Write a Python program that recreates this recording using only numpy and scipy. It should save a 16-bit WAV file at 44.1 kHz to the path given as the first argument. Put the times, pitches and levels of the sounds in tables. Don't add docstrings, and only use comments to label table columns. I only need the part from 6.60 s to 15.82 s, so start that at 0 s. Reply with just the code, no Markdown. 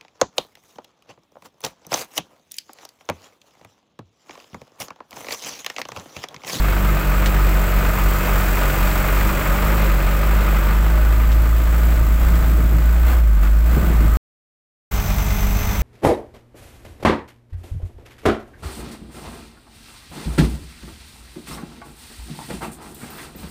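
import sys
import numpy as np
from scipy import signal
from scipy.fft import rfft, irfft
from scipy.io import wavfile

SR = 44100
rng = np.random.default_rng(int(sys.argv[2]) if len(sys.argv) > 2 else 0)


def unload_wav(signal):
    wavfile.write(
        sys.argv[1],
        SR,
        np.round(np.clip(np.atleast_2d(signal).T, -1, 1) * 32767).astype(np.int16),
    )


N = 406588
TIME = np.arange(N) / SR
FREQ = np.fft.rfftfreq(N, 1 / SR)
PAUSE_START_S, PAUSE_END_S = 7.570, 8.311
IDLING = TIME > (PAUSE_START_S + PAUSE_END_S) / 2


def amp(db):
    return 10 ** (np.asarray(db) / 20)

def unit(x):
    return x / np.sqrt(np.mean(x ** 2) + 1e-20)

def noise():
    return rng.standard_normal(N)

def tone(cycles):
    return np.sqrt(2) * np.sin(2 * np.pi * cycles)

def colour(x, spectrum):
    hz, db = np.transpose(spectrum)
    gain_db = np.interp(np.log(FREQ + 1), np.log(hz), db, -90, -90)
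    return unit(irfft(rfft(x) * amp(gain_db), N))

def drift(rate_hz, size=8192):
    hz = np.fft.rfftfreq(size, TIME[-1] / size)
    slow = irfft(rfft(rng.standard_normal(size)) * np.exp(-(hz / rate_hz) ** 2))
    return unit(np.interp(TIME, np.linspace(0, TIME[-1], size), slow))

def narrow_noise(cycles, width_hz):
    return unit(drift(width_hz) * tone(cycles) + drift(width_hz) * tone(cycles + 1 / 4))

def spells(rows, ramp_s):
    return sum(height * np.clip(np.minimum(TIME - start, start + length - TIME) / ramp_s + .5, 0, 1)
               for start, length, height in rows)

def placed(inside, window_db, cab_db, idle_db):
    return np.where(IDLING, idle_db, window_db + (cab_db - window_db) * inside)

def impacts(rows, spectrum, rise_s):
    envelope = np.zeros(N)
    for start_s, level_db, decay_s in rows:
        age = np.maximum(TIME - start_s, 0)
        envelope += amp(level_db) * (1 - np.exp(-age / rise_s)) * np.exp(-age / decay_s)
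    return envelope * colour(noise(), spectrum)

def firing_pulses(firings, cylinders_db, scatter_db, decay_firings):
    count = firings.astype(int)
    scatter = rng.uniform(-scatter_db, scatter_db, 2000)[count]
    strength = amp(np.asarray(cylinders_db)[count % 4] + scatter)
    return unit(strength * np.exp(-(firings % 1) / decay_firings))

def gear_rattle(firings, size=1024):
    pattern = irfft(np.exp(2j * np.pi * rng.random(size // 2 + 1)))
    return unit(np.interp(firings / 2 * size, np.arange(size), pattern, period=size))


# freq_hz, gain_db
RUMBLE_SPECTRUM = [(8, -16.5), (20, -7), (35, 4.5), (60, 0), (100, -5), (160, -5), (230, -13.5), (330, -28),
                   (600, -50)]
# start_s, length_s, boost_db
RUTS = [(5.3, 0.914, 7), (7.1, 0.47, 8.5)]

def rumble(inside):
    level_db = placed(inside, window_db=-29.5, cab_db=-31.5, idle_db=-33) + spells(RUTS, ramp_s=.1)
    return amp(level_db) * colour(noise(), RUMBLE_SPECTRUM)


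# pitch_hz, level_db, wander_hz
DRONES = [(34.5, -25.5, 2.653), (55.22, -29.5, 2.23), (99, -30, 2.687), (145.6, -38, 3), (205.6, -40, 2.72),
          (419, -43, 2.02), (1152, -49, 4.1), (2080, -46.5, 4.03)]

def drones():
    out = np.zeros(N)
    for pitch_hz, level_db, wander_hz in DRONES:
        gain = amp(level_db + 2 * drift(8.26))
        out += gain * tone(np.cumsum(pitch_hz + wander_hz * drift(5.05)) / SR)
    return IDLING * out


# freq_hz, gain_db
CHUG_SPECTRUM = [(20, -20), (40, -5), (65, 3.5), (100, -12),
                 (140, -16), (200, -11.5), (280, -29), (500, -55)]

def chug(rate_hz=17.3):
    beats = np.floor(np.cumsum(rate_hz + 2 * drift(8)) / SR)
    shoves = -np.diff(beats, prepend=0) * amp(2.8 * noise())
    level_db = np.interp(TIME, [8.33, 8.75], [-27, -24])
    return IDLING * amp(level_db) * colour(shoves, CHUG_SPECTRUM)


# start_s, length_s, pitch_hz, glide_hz_per_s, level_db
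WHINES = [(4.0, .16, 1462, -6, -37), (4.32, .22, 1497, -2, -39), (6.17, .3, 1465, 195, -42),
          (7.37, .24, 1280, -80, -38)]

def whines():
    out = np.zeros(N)
    for start_s, length_s, pitch_hz, glide_hz_per_s, level_db in WHINES:
        age = np.clip(TIME - start_s, 0, length_s)
        swell = np.sin(np.pi * age / length_s)
        out += amp(level_db) * swell * tone((pitch_hz + glide_hz_per_s * age / 2) * age)
    return out


# start_s, length_s, boost_db
BITES = [(8.73, 0.12, 7), (8.95, .27, 6)]

def brake(pitch_hz=6100, sharp_hz=110, settle_s=0.42):
    hz = pitch_hz + sharp_hz * np.exp(-abs(TIME - PAUSE_END_S) / settle_s)
    cycles = np.cumsum(hz) / SR
    rough_note = 1.3 * tone(cycles) + narrow_noise(cycles, width_hz=45)
    squeal = amp(-52.5 + spells(BITES, ramp_s=0.051)) * rough_note
    hiss = amp(-54) * narrow_noise(cycles, width_hz=110)
    octave = amp(-43.5) * narrow_noise(2 * cycles, width_hz=170)
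    return IDLING * (squeal + hiss + octave)


# start_s, level_db, decay_s
CLINKS = [(.659, -18.6, .011), (1.658, -31, .008), (2.313, -32, .008), (3.435, -34, .006),
          (4.716, -34.5, .022)]
# freq_hz, gain_db
CLINK_SPECTRUM = [(700, -25), (1500, -5.5), (2100, 8.5), (3000, 0), (4200, 0.5), (6500, -7.5),
                  (8500, -11.5), (13000, -22.5)]

def clinks():
    return impacts(CLINKS, CLINK_SPECTRUM, rise_s=0.00043)


# start_s, level_db, decay_s
THUMPS = [(5.69, -30, .1), (5.86, -29, .1), (5.97, -27, .09), (6.11, -28, .08), (6.5, -31, .06),
          (7.11, -28, .04), (7.165, -15, .025), (7.221, -17, .022), (7.3, -24, .05), (7.405, -24, .05)]
# freq_hz, gain_db
THUMP_SPECTRUM = [(50, -19), (100, -1), (175, -3.5), (270, -4), (400, -9.5), (600, -19), (1200, -37)]

def thumps():
    return impacts(THUMPS, THUMP_SPECTRUM, rise_s=0.0016)


def passing(closest_s, half_s):
    return 1 / np.sqrt(1 + ((TIME - closest_s) / half_s) ** 4)

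def neighbour(firings, near, inside, hum_hz=560):
    boom = amp(-28.5) * np.sqrt(near) * (1 - inside) * (tone(firings) + amp(-9) * tone(2 * firings))
    hum = amp(-37.5) * passing(closest_s=3.25, half_s=.55) * narrow_noise(hum_hz * TIME, width_hz=39)
    return boom + hum


# pitch_hz, width_hz, window_db, cab_db, idle_db
PANEL_MODES = [(297.5, 25, -54, -41.5, -54), (325.8, 18, -36.5, -42.5, -52), (621, 41, -44, -44, -58),
               (1300, 80, -52, -49, -58), (1509.3, 80, -51, -44, -56)]

def panels(firings, load_db, inside):
    drive = rfft(1.4 * gear_rattle(firings) + noise())
    out = np.zeros(N)
    for pitch_hz, width_hz, *levels_db in PANEL_MODES:
        ring = irfft(drive / (1 + 1j * (FREQ - pitch_hz) / width_hz) ** 2, N)
        out += amp(placed(inside, *levels_db)) * unit(ring)
    return amp(0.6 * load_db) * out


# freq_hz, gain_db
HISS_SPECTRUM = [(3000, -24), (4300, -11.5), (5000, -13.5), (6200, -12.5), (7000, -9), (7750, -5.5),
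                 (8400, -10), (9100, -15.5), (10500, -15), (12000, -11), (13200, -6), (14500, 0),
                 (15200, -3), (16000, -3)]

def injector_hiss(firings, neighbour_firings, load_db, near, inside):
    own = noise() * (1.4 + firing_pulses(firings, [1.5, -1, -1, 0], scatter_db=1.5, decay_firings=.6))
    other = noise()
    other *= .9 + firing_pulses(neighbour_firings, [1, -1, 0, 0], scatter_db=1.5, decay_firings=.55)
    both = own * np.sqrt(1 + inside) + amp(4.5) * other * np.sqrt(1 - inside)
    level_db = placed(inside, window_db=-36, cab_db=-38, idle_db=-35) + 0.9 * load_db + 4 * near
    return amp(level_db) * colour(both, HISS_SPECTRUM)


# pitch_hz, t60_s, level_db
RING_MODES = [(1211, 0.072, 0), (1271, 0.1, -3.5), (1521, 0.067, -11), (2250, 0.019, -15)]

def hard_knock(firings, load_db, reflection_db, inside, cylinders_db=(0, -12, -5, -11), accent_s=2.73):
    count = np.floor(firings - np.interp(accent_s, TIME, firings)).astype(int)
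    onsets = np.diff(count, prepend=count[0]) > 0
    strikes = onsets * amp(np.asarray(cylinders_db)[count % 4] + rng.uniform(-4.9, 3.5, N))
    age = TIME[:SR // 10]
    ring = sum(amp(db - 60 * age / t60_s) * np.sin(2 * np.pi * (hz * age + rng.random()))
               for hz, t60_s, db in RING_MODES)
    ring *= 1 - np.exp(-age / 0.0035)
    level_db = placed(inside, window_db=-35.5, cab_db=-42, idle_db=-52) + reflection_db
    level_db += 2.2 * np.minimum(load_db, 0.5)
    return amp(level_db) * unit(signal.oaconvolve(strikes, ring)[:N])


# pitch_hz, width_hz, gain_db
BLOCK_MODES = [(326.5, 22, -9.5), (622, 37, -6.5), (1210, 140, -11), (1460, 56, -9), (2126, 120, -8.5),
               (2492, 160, -4.5)]
# freq_hz, gain_db
KNOCK_WINDOW = [(150, -19.5), (230, -15.5), (290, -6.5), (400, -2), (450, -2), (530, -1), (790, -4.5),
                (960, -2), (1050, -4.5), (1400, -2.5), (1800, -5.5), (2480, -9.5), (3660, -18),
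                (5800, -26.5), (7000, -39)]
# freq_hz, gain_db
KNOCK_CAB = [(150, -3.5), (230, -1.5), (300, -6), (370, -8), (480, -6), (550, -4), (700, -6), (890, -6),
             (1250, -6), (1500, -7), (1950, -9.5), (2500, -14.5), (3370, -18), (5800, -30.5), (7000, -44)]
# freq_hz, gain_db
KNOCK_IDLE = [(150, -22), (230, -9), (300, -7.5), (360, -17), (480, -12), (600, -7.5), (800, -5.5),
              (1170, -10), (1340, -10.5), (2060, -12.5), (3050, -17), (3500, -16.5), (4600, -23.5),
              (5400, -19), (6000, -17.5), (7200, -25)]

def knock(firings, load_db, reflection_db, inside):
    drive = 0.36 * gear_rattle(firings) + noise()
    drive *= 1.25 + firing_pulses(firings, [0, -1, 0, -1.5], scatter_db=3.75, decay_firings=1)
    response = 1 + sum(amp(db) / (1 + 2j * (FREQ - hz) / width_hz) for hz, width_hz, db in BLOCK_MODES)
    clatter = irfft(rfft(drive) * response, N)
    via_window = np.sqrt(1 - inside) * colour(clatter, KNOCK_WINDOW)
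    via_cab = np.sqrt(inside) * colour(clatter, KNOCK_CAB)
    level_db = placed(inside, window_db=-28.8, cab_db=-32.3, idle_db=-30.5) + load_db + reflection_db
    return amp(level_db) * np.where(IDLING, colour(clatter, KNOCK_IDLE), via_window + via_cab)


# firing_multiple, level_db
ORDERS = [(.5, -14), (1.5, -11), (2, -5), (2.5, -14.5), (3, -2), (3.5, -24.5), (4, -2), (4.5, -29),
          (5, -16.5), (5.5, -22), (6, -18.5), (7, -20.5), (8, -18.5), (13, -12)]
# freq_hz, gain_db
CAB_RESPONSE = [(25, 11.5), (80, -1.5), (100, -1.5), (109, 5.5), (120, -11.5), (150, -3.5), (162, -3.5),
                (173, -0.5), (184, -6), (198, 3), (211, -1.5), (228, -8.5), (270, 0.5), (315, 5),
                (380, -5.5), (500, -5), (630, -14), (800, -13.5)]

def overtones(firings, firing_hz, load_db, inside):
    out = np.zeros(N)
    for multiple, order_db in ORDERS:
        cab_gain_db = inside * np.interp(multiple * firing_hz, *np.transpose(CAB_RESPONSE))
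        out += amp(order_db + cab_gain_db + 1.67 * drift(6.4)) * tone(multiple * firings + rng.random())
    return amp(placed(inside, window_db=-28.5, cab_db=-31, idle_db=-35) + 0.93 * load_db) * out


# start_s, length_s, gain_db
BOOM_DIPS = [(.36, .12, -5), (1.3, .08, -4), (1.58, 0.071, -6), (2.69, 0.2, -5), (7.12, .25, -2.5),
             (8.28, .19, -5)]

def exhaust_boom(firings, load_db, near, inside):
    level_db = placed(inside, window_db=-15.5, cab_db=-12.5, idle_db=-22) - 0.12 * load_db - 2 * near
    level_db += spells(BOOM_DIPS, ramp_s=.04)
    waver_db = (0.7 + 0.79 * (1 - inside) + 2.01 * IDLING) * drift(13)
    return amp(level_db + waver_db) * tone(firings)


# time_s, firing_hz
ENGINE_SPEED = [(0, 47.76), (0.3, 49.8), (0.48, 46.64), (0.7, 49.3), (1, 47.36), (2.45, 46.63),
                (2.67, 50.0), (2.9, 46.8), (3.15, 52.72), (3.41, 45.9), (3.68, 51.48), (4.06, 49.24),
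                (4.26, 52.93), (5.32, 56.4), (5.47, 53.54), (5.67, 56.74), (6.22, 55.3), (6.53, 60.0),
                (6.8, 48), (7.2, 60.8), (7.38, 54.8), (7.55, 52.9)]
# start_s, length_s, load_db
PEDAL = [(2.55, 0.6898, 1.1), (3.35, .5, -0.4), (4.15, .4, 0), (5.12, .27, 1.8), (5.6, 0.306, 1.7),
         (6.0, 0.46, -1), (6.47, 0.078, 4), (6.6, 0.22, -5.5), (6.88, .18, -4), (7.12, 0.19, 1.5)]
# time_s, share (clipped to 0-1)
CAB_SHARE = [(0, 0.06), (3.2, 0.1), (4.06, 0.37), (4.18, 0.85), (4.9, 1.05), (7.5, 1.03)]

def scene(idle_hz=49.15, neighbour_hz=40.4):
    firing_hz = np.where(IDLING, idle_hz, np.interp(TIME, *np.transpose(ENGINE_SPEED))) + .15 * drift(5)
    firings, neighbour_firings = np.cumsum(firing_hz) / SR, neighbour_hz * TIME
    load_db = spells(PEDAL, ramp_s=0.024)
    inside = np.clip(np.interp(TIME, *np.transpose(CAB_SHARE)), 0, 1)
    near = passing(closest_s=2.05, half_s=0.56)
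    reflection_db = 2.5 * near
    mix = exhaust_boom(firings, load_db, near, inside) + overtones(firings, firing_hz, load_db, inside)
    mix += knock(firings, load_db, reflection_db, inside)
    mix += hard_knock(firings, load_db, reflection_db, inside)
    mix += rumble(inside) + drones() + chug()
    mix += panels(firings, load_db, inside) + whines() + thumps() + clinks()
    mix += neighbour(neighbour_firings, near, inside)
    mix += injector_hiss(firings, neighbour_firings, load_db, near, inside)
    return (mix + brake())[None]

def record(dry, fade_s=0.014, cutoff_hz=15850):
    fade_in = np.sqrt(np.clip((TIME - PAUSE_END_S) / fade_s, 0, 1))
    gate = np.where(IDLING, fade_in, TIME < PAUSE_START_S)
    lowpass = signal.firwin(511, cutoff_hz, window=("kaiser", 9), fs=SR)
    return signal.oaconvolve(dry * gate, lowpass[None], "same")


dry = scene()
out = record(dry)
unload_wav(out)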